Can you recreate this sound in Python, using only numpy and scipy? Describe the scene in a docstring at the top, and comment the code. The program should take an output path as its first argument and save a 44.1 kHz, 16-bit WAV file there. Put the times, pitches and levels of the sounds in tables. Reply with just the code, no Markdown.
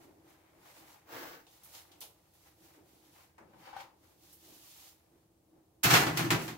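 """A baking tray lands on a wire oven rack, grinds inward by stick-slip and knocks home, steel ringing.
The juddering rack makes the oven's steel box boom. Before that, a hand in a cloth mitt drags the tray
across the stove top and lifts it off, its foil pan crinkling. Clothes rustle as the cook shifts and
bends in a small, hard kitchen, over a low steady hum."""
import sys
import numpy as np
from scipy import signal
from scipy.fft import rfft, irfft, next_fast_len
from scipy.io import wavfile
from scipy.ndimage import uniform_filter1d

SR = 44100
rng = np.random.default_rng(int(sys.argv[2]) if len(sys.argv) > 2 else 0)


def file_out(sig):
    """Save sig as 16-bit WAV at sys.argv[1]."""
    # one column per channel
    cols = np.atleast_2d(sig).T
    # limit, then scale
    lim = np.clip(cols, -1, 1)
    pcm = np.round(lim * 32767).astype(np.int16)
    wavfile.write(sys.argv[1], SR, pcm)


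N = 289869

# tray slides along the rack wires: start_s, hold_s, friction_db, boom_db
RACK_SLIDES = [(5.836, 0.0069, -22.5, -29), (5.877, 0.027, -29.5, -38), (5.897, 0.051, -20.5, -29),
               (5.984, 0.027, -28, -43), (6.051, 0.038, -38, -36.5), (6.126, 0.057, -43.5, -39),
               (6.164, 0.026, -36.5, -38), (6.197, 0.059, -42, -34), (6.297, 0.0053, -50, -27),
               (6.39, 0.022, -42.5, -44.5), (6.463, 0.034, -60, -47.5)]
# source placement: freq_hz, left_minus_right_db
OVEN_PAN = [(200, 0), (400, -1), (700, 6.5), (1300, 0), (2400, 2), (4400, -2), (8000, -6), (13000, -5)]
STOVE_PAN = [(200, 4.5), (380, -3.5), (700, 6), (1300, 1.5), (4400, 0.5), (8000, -7), (15000, -5.5)]
COOK_PAN = [(380, 1), (700, 3), (1300, 2.5), (4400, 2), (8000, -4), (15000, -3.5)]


def amp(db):
    return 10 ** (np.asarray(db) / 20)


def unit(x):
    """x at rms 1."""
    return x / np.sqrt(np.mean(x ** 2) + 1e-20)


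def along(points, hz):
    """(freq_hz, value) points read on a log axis."""
    freq_hz, values = np.transpose(points)
    return np.interp(np.log(hz + 1), np.log(freq_hz + 1), values)


def filtered(x, response):
    """x with its spectrum scaled by response(hz)."""
    n = x.shape[-1]
    n_fft = next_fast_len(n + 8192)
    return irfft(rfft(x, n_fft) * response(np.fft.rfftfreq(n_fft, 1 / SR)), n_fft)[..., :n]


def noise(colour, pan, size, tilt_db_oct=0):
    """Coloured stereo noise of rms 1, channels alike in the bass only."""
    # left-right likeness: freq_hz, correlation
    coherence = [(60, .96), (140, .97), (300, .8), (640, .35), (1400, .13), (6000, 0)]

    def mid_side_gains(hz):
        angle = np.arccos(np.clip(along(coherence, hz), -1, 1)) / 2
        gain = amp(along(colour, hz) + tilt_db_oct * np.log2(np.maximum(hz, 200)))
        return gain * [np.cos(angle), np.sin(angle)]

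    mid, side = filtered(rng.standard_normal((2, size)), mid_side_gains)
    stereo = np.array([mid + side, mid - side])
    return unit(filtered(stereo, lambda hz: amp(np.outer([.5, -.5], along(pan, hz)))))


def burst(colour, pan, tilt_db_oct=0, direct=0.096, direct_s=0.0083):
    """One contact in the room: a crack, then reflections whose treble dies first."""
    # kitchen reverberation: freq_hz, t60_s
    room_decay = [(150, 0.7), (700, 0.45), (2000, 0.29), (5000, 0.25), (14000, 0.28)]
    size = SR // 2
    hz, frame_s, spectra = signal.stft(noise(colour, pan, size, tilt_db_oct), SR, nperseg=256)
    decay = amp(-60 * frame_s / along(room_decay, hz)[:, None])
    tail = signal.istft(spectra * decay, SR, nperseg=256)[1][:, :size]
    return tail * (1 + direct * np.exp(-np.arange(size) / SR / direct_s))


def clang(modes, colour, pan, tilt_db_oct, ring_db, rise_s=0.00059):
    """Metal contact: modes ring at random strengths over a dense burst."""
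    t = np.arange(SR // 2) / SR
    hz, level_db, t60_s = np.transpose(modes)[:, :, None]
    strength = amp(level_db + 2 * rng.standard_normal(hz.shape))
    phase = rng.uniform(0, 2 * np.pi, (2, len(modes), 1))
    balance = amp(np.array([.5, -.5])[:, None, None] * along(pan, hz))
    partials = balance * strength * amp(-60 * t / t60_s) * np.sin(2 * np.pi * hz * t + phase)
    ring = partials.sum(axis=1) / np.linalg.norm(strength)
    attack = 1 - np.exp(-(t / (rise_s * 2 ** (-tilt_db_oct / 2))) ** 2)  # dull contacts are slow
    ring_gain = amp(ring_db - 2 * abs(tilt_db_oct))  # glancing or soft contacts hardly ring
    return attack * (burst(colour, pan, tilt_db_oct) + ring_gain * ring)


def slips(rate_hz, spread_db):
    """Random stick-slip impulses of uneven size, rms 1."""
    impulses = (rng.random(N) < rate_hz / SR) * rng.choice([-1, 1], N)
    return unit(impulses * amp(spread_db * np.clip(rng.standard_normal(N), -2, 2)))


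def excite(drive, response):
    """Drive convolved with a stereo response scaled to unit energy."""
    return signal.fftconvolve(drive[None], unit(response) / np.sqrt(response.shape[1]), axes=1)[:, :N]


def friction(colour, pan, rate_hz, spread_db, linger_s=0.0075, body_db=-1):
    """Grainy rubbing, rms 1: each slip puffs noise and excites nearby resonances."""
    t = np.arange(SR // 8) / SR
    drive = slips(rate_hz, spread_db)
    energy = signal.fftconvolve(drive ** 2, 4 * np.exp(-t / .001) + np.exp(-t / linger_s))[:N]
    puffs = unit(np.sqrt(np.abs(energy)) * noise(colour, pan, N))
    return unit(puffs + amp(body_db) * excite(drive, burst(colour, pan, direct=0)))


def strikes(rows, sound):
    """A fresh sound(tilt_db_oct) for each row."""
    track = np.zeros((2, N + SR))
    for start_s, level_db, tilt_db_oct in rows:
        track[:, round(start_s * SR):][:, :SR // 2] += amp(level_db) * sound(tilt_db_oct)
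    return track[:, :N]


def swell(start, hold_s, attack_s, release_s, bend):
    """Gain: 1 from start (s) for hold_s, -20 dB attack_s before and release_s after; bend curves it."""
    first = max(0, int((start - 4 * attack_s) * SR))
    last = min(N, int((start + hold_s + 4 * release_s) * SR))
    t = np.arange(first, last) / SR - start
    away = np.maximum(-t / attack_s, 0) + np.maximum((t - hold_s) / release_s, 0)
    gain = np.zeros(N)
    gain[first:last] = amp(-20 * away ** bend)
    return gain


def swells(starts_s, holds_s, levels_db, attack_s, release_s, bend):
    """Swells of one shape, added in power."""
    return np.sqrt(sum((amp(level_db) * swell(start_s, hold_s, attack_s, release_s, bend)) ** 2
                       for start_s, hold_s, level_db in zip(starts_s, holds_s, levels_db)))


def room_tone(hollow_db=-75, hum_db=-73, hiss_db=-77):
    """Low hum, faint hiss and a hollow noise that swells as the cook shifts about."""
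    # cook's shuffles: start_s, hold_s, level_db
    shuffles = [(0, 0.11, -59.5), (0.182, .13, -65.5), (0.534, 0.11, -66.5), (0.794, 0.07, -66),
                (1.87, 0.19, -71), (2.613, 0.056, -66.5), (2.781, 0.045, -62.5), (2.933, 0.21, -70),
                (3.51, 0.36, -68.5), (3.985, 0.33, -71.5), (4.484, 0.026, -60), (5.127, 0.028, -68),
                (5.538, 0.051, -66), (5.716, .1, -74)]
    # spectra: freq_hz, level_db
    hollow_colour = [(40, -25), (130, -13.5), (225, -17.5), (285, -9), (320, 1), (365, -9), (470, -17),
                     (780, -17), (1100, -25.5), (2500, -42), (5000, -72)]
    hum_colour = [(25, -31), (50, -6.5), (78, 2.5), (135, -2.5), (185, -2), (230, -11), (320, -19),
                  (470, -7.5), (750, -15), (1200, -22.5), (3000, -67)]
    hiss_colour = [(60, -15), (300, 1.5), (1000, -5.5), (2500, -4.5), (15000, -4)]
    centre = [(1000, 0)]
    shifts = swells(*np.transpose(shuffles), attack_s=.09, release_s=0.23, bend=0.83)
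    hollow = np.hypot(amp(hollow_db), shifts) * noise(hollow_colour, centre, N)
    hiss = amp(hiss_db) * noise(hiss_colour, centre, N)
    return amp(hum_db) * noise(hum_colour, centre, N) + hollow + hiss


def cloth():
    """Mitt and clothes: fibres hiss, the pressed weave rubs lower."""
    # cloth strokes: start_s, hold_s, swish_db, rub_db
    strokes = [(.01, 0.038, -65, -64.5), (0.12, .08, -78, -92), (0.287, 0.051, -67, -66.5),
               (0.417, 0.21, -76, -71.5), (0.665, .05, -61, -61.5), (0.776, 0.022, -58.5, -58),
               (0.883, 0.059, -60, -62.5), (1.515, 0.06, -63, -72.5), (1.645, 0.031, -63.5, -64.5),
               (1.746, 0.04, -52.5, -60.5), (1.852, 0.25, -72, -71.5), (2.12, 0.17, -74.5, -78),
               (2.352, 0.11, -68, -76.5), (2.471, .015, -64, -68.5), (2.641, 0.027, -61.5, -68.5),
               (2.7, 0.068, -67, -69.5), (2.89, 0.19, -67, -75), (3.144, 0.093, -63.5, -66),
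               (3.61, 0.025, -66, -67), (4.039, 0.082, -68.5, -73), (4.24, 0.095, -61.5, -72.5),
               (4.448, 0.23, -57.5, -71), (4.708, 0.18, -55.5, -67.5), (5.0, 0.23, -78.5, -82),
               (5.554, 0.057, -98, -84.5), (6.423, 0.049, -48.5, -65.5)]
    # spectra: freq_hz, level_db
    swish_colour = [(200, -50), (1200, -15), (3000, 1), (4500, 2), (7000, 1), (9000, -2.5), (12500, 1),
                    (15500, -0.5)]
    rub_colour = [(40, -45), (200, -54), (450, -0.5), (800, 6), (1150, 2), (2200, 0), (4000, -13),
                  (9000, -58)]
    start_s, hold_s, swish_db, rub_db = np.transpose(strokes)
    swish = swells(start_s, hold_s, swish_db, attack_s=0.13, release_s=0.12, bend=0.9)
    rub = swells(start_s, hold_s, rub_db, attack_s=0.14, release_s=0.22, bend=0.75)
    fibres = swish * friction(swish_colour, COOK_PAN, rate_hz=4000, spread_db=3.0)
    weave = rub * friction(rub_colour, COOK_PAN, rate_hz=230, spread_db=1)
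    return fibres + weave


def foil_pan(gain_db=-1):
    """The foil pan crinkles in sharp cracks."""
    # crinkles: start_s, level_db, tilt_db_oct
    crinkles = [(1.467, -60, -4), (1.635, -51, 11), (1.647, -53, 12), (1.749, -50, -1), (1.916, -58.5, -3),
                (2.006, -42.5, 8.5), (2.014, -46, -2), (2.336, -64.5, 9), (4.328, -50.5, 12)]
    # foil spectrum: freq_hz, level_db
    colour = [(60, -50), (200, -46), (450, -11), (800, -4.5), (1700, -15), (3100, 0.5), (6200, -2.5),
              (8500, -7), (11800, -4), (15500, -12)]
    crack = lambda tilt: burst(colour, COOK_PAN, tilt, direct=0.2, direct_s=0.00047)
    return amp(gain_db) * strikes(crinkles, crack)


def stove_bumps(rise_s=0.0019):
    """Padded bumps on the stove body: force builds slowly, so nothing cracks or rings."""
    # bumps: start_s, level_db, tilt_db_oct
    bumps = [(3.379, -53, 8.5), (3.412, -59.5, 1), (3.545, -62.5, -6), (3.8, -74, 8)]
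    # thud spectrum: freq_hz, level_db
    colour = [(35, -26), (100, 9), (300, 11), (480, 7), (750, 2), (1200, -6), (2200, -17.5), (3200, -38.5),
              (6000, -46), (12000, -65)]
    t = np.arange(SR // 2) / SR
    attack = 1 - np.exp(-(t / rise_s) ** 2)
    return strikes(bumps, lambda tilt: attack * burst(colour, STOVE_PAN, tilt))


def tray_on_stove(drag_db=-44, tap_gain_db=-1):
    """The tray drags over the stove top, taps it and slides ringing off its edge."""
    # one pull, speeding up then slowing: start (s), hold_s, attack_s, release_s, bend
    pull = dict(start=1.163, hold_s=0.049, attack_s=0.095, release_s=0.22, bend=1.98)
    # pulls off the edge: start_s, hold_s, level_db
    edge_pulls = [(3.655, .06, -55), (3.8, .015, -49)]
    # light taps: start_s, level_db, tilt_db_oct
    tap_hits = [(.868, -69, 9), (1.116, -69, -17), (1.222, -64, -14), (3.192, -73, 4), (3.53, -58.5, -5),
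                (3.671, -53.5, -2), (3.728, -48.5, -3.5), (3.764, -47.5, 0), (3.805, -50, 2.5)]
    # rim ringing on the stove: pitch_hz, level_db, t60_s
    rim_modes = [(791, 11, 0.2), (870, -2, .25), (874, -9, 0.33), (1020, -8, 0.18), (1076, -22, .2),
                 (1510, 6, 0.15)]
    # spectra: freq_hz, level_db
    stove_colour = [(40, -49), (110, -8.5), (235, -10), (290, 2.5), (325, 8), (390, -7.5), (490, 5.5),
                    (650, -1), (950, -1), (1500, 0), (3000, -9), (5900, -12), (9000, -21.5), (12500, -17),
                    (15500, -9)]
    rim_colour = [(40, -33), (130, -24), (400, -38), (530, -8), (650, -19.5), (810, -3.5), (1050, -8),
                  (1250, -11), (1500, -13), (2300, -15.5), (4500, -21), (9500, -36), (13000, -33.5),
                  (15500, -35)]
    scrape = friction(stove_colour, STOVE_PAN, rate_hz=660, spread_db=2.5, body_db=3.0)
    drag = amp(drag_db) * swell(**pull) * scrape
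    catches = slips(rate_hz=540, spread_db=5)
    rim = clang(rim_modes, rim_colour, STOVE_PAN, tilt_db_oct=1.0, ring_db=-6)
    lift = swells(*np.transpose(edge_pulls), attack_s=0.14, release_s=0.07, bend=0.62)
    taps = strikes(tap_hits, lambda tilt: clang(rim_modes, rim_colour, STOVE_PAN, tilt, ring_db=8.5))
    return drag + lift * unit(excite(catches, rim)) + amp(tap_gain_db) * taps


def oven_box(build_up_s=0.021):
    """The juddering rack drives the low resonances of the oven's panels and cavity."""
    # box resonances: pitch_hz, width_hz, level_db
    box_modes = [(80, 20, -15), (124, 12, 1), (162, 11, 2), (240, 30, -13), (290, 25, -10), (323, 18, -3),
                 (356, 25, -8)]

    def response(hz):
        return sum((-1) ** k * amp(level_db) * 1j * hz * width_hz
                   / (pitch_hz ** 2 - hz ** 2 + 1j * hz * width_hz)
                   for k, (pitch_hz, width_hz, level_db) in enumerate(box_modes))

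    judder = noise([(40, -14), (95, 0), (400, 0), (900, -20)], OVEN_PAN, N)
    boom = filtered(judder, response)
    # the boom is evened to a steady level, so the shake swells alone set its loudness
    energy = np.abs(uniform_filter1d(np.mean(boom ** 2, axis=0), size=SR // 16))
    start_s, hold_s, _, boom_db = np.transpose(RACK_SLIDES)
    shake = swells(start_s + build_up_s, hold_s, boom_db, attack_s=0.0068, release_s=0.084, bend=1.27)
    return shake * boom / np.sqrt(energy + 1e-20)


def tray_on_rack(knock_gain_db=-2, rasp_gain_db=-6.5):
    """The tray sticks and slips along the wires and knocks over them; finer slips add a bright rasp."""
    # knocks on the rack: start_s, level_db, tilt_db_oct
    knock_hits = [(5.832, -31, 3.5), (5.835, -20.5, 7.5), (5.842, -21, 0.5), (5.904, -28, 2),
                  (5.937, -16.5, 0.5), (5.961, -23.5, 2), (6.014, -29.5, -3.5), (6.066, -28, -2),
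                  (6.172, -26.5, 3), (6.191, -30, -2.5), (6.304, -21.5, 0.5), (6.309, -32.5, 1),
                  (6.318, -29.5, -10.5), (6.479, -38, 1)]
    # tray and rack ringing: pitch_hz, level_db, t60_s
    steel_modes = [(728, 1, .45), (802, 1, .55), (977, -4, .55), (1232, -1, .5), (1366, -3, .45),
                   (1394, -4, .4), (1430, -5, .45), (1514, -4, .4), (1577, -5, .3), (1755, 1, .45),
                   (1781, -3, .45), (1830, -6, .45), (1997, -2, .5), (2094, -3, .45), (2223, -3, .45),
                   (2336, -5, .4), (2455, 0, .35), (2595, -1, .4), (2729, -1, .4), (2860, -3, .4),
                   (3068, -6, .35), (3311, -4, .3), (3833, -6, .3), (4208, -3, .3), (4522, -7, .3)]
    # steel contact spectrum: freq_hz, level_db
    colour = [(30, -50), (65, -17), (140, -20.5), (330, 1.5), (490, -7.5), (720, -2.5), (1000, -1),
              (1450, 0.5), (2400, -1.5), (3600, -5.5), (6900, -11.5), (9500, -19.5), (13000, -16.5),
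              (15500, -21.5)]
    start_s, hold_s, friction_db, _ = np.transpose(RACK_SLIDES)
    force = swells(start_s, hold_s, friction_db, attack_s=0.0049, release_s=.035, bend=1.05)
    coarse_slips = force * slips(rate_hz=500, spread_db=7.5)
    grind = excite(coarse_slips, clang(steel_modes, colour, OVEN_PAN, tilt_db_oct=0, ring_db=-5.0))
    fine_slips = force * slips(rate_hz=2200, spread_db=9)
    rasp = excite(fine_slips, burst(colour, OVEN_PAN, tilt_db_oct=3.0))
    knocks = strikes(knock_hits, lambda tilt: clang(steel_modes, colour, OVEN_PAN, tilt, ring_db=-7.0))
    return grind + amp(rasp_gain_db) * rasp + amp(knock_gain_db) * knocks


def scene():
    """Stereo sum of all sources."""
    handling = cloth() + tray_on_stove() + stove_bumps() + foil_pan()
    return handling + tray_on_rack() + oven_box() + room_tone()


def record(dry):
    """Steep low-pass."""
    top_hz, edge_hz = 15900, 300
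    return filtered(dry, lambda hz: np.clip((top_hz - hz) / edge_hz + .5, 0, 1) ** 2)


dry = scene()
out = record(dry)
file_out(out)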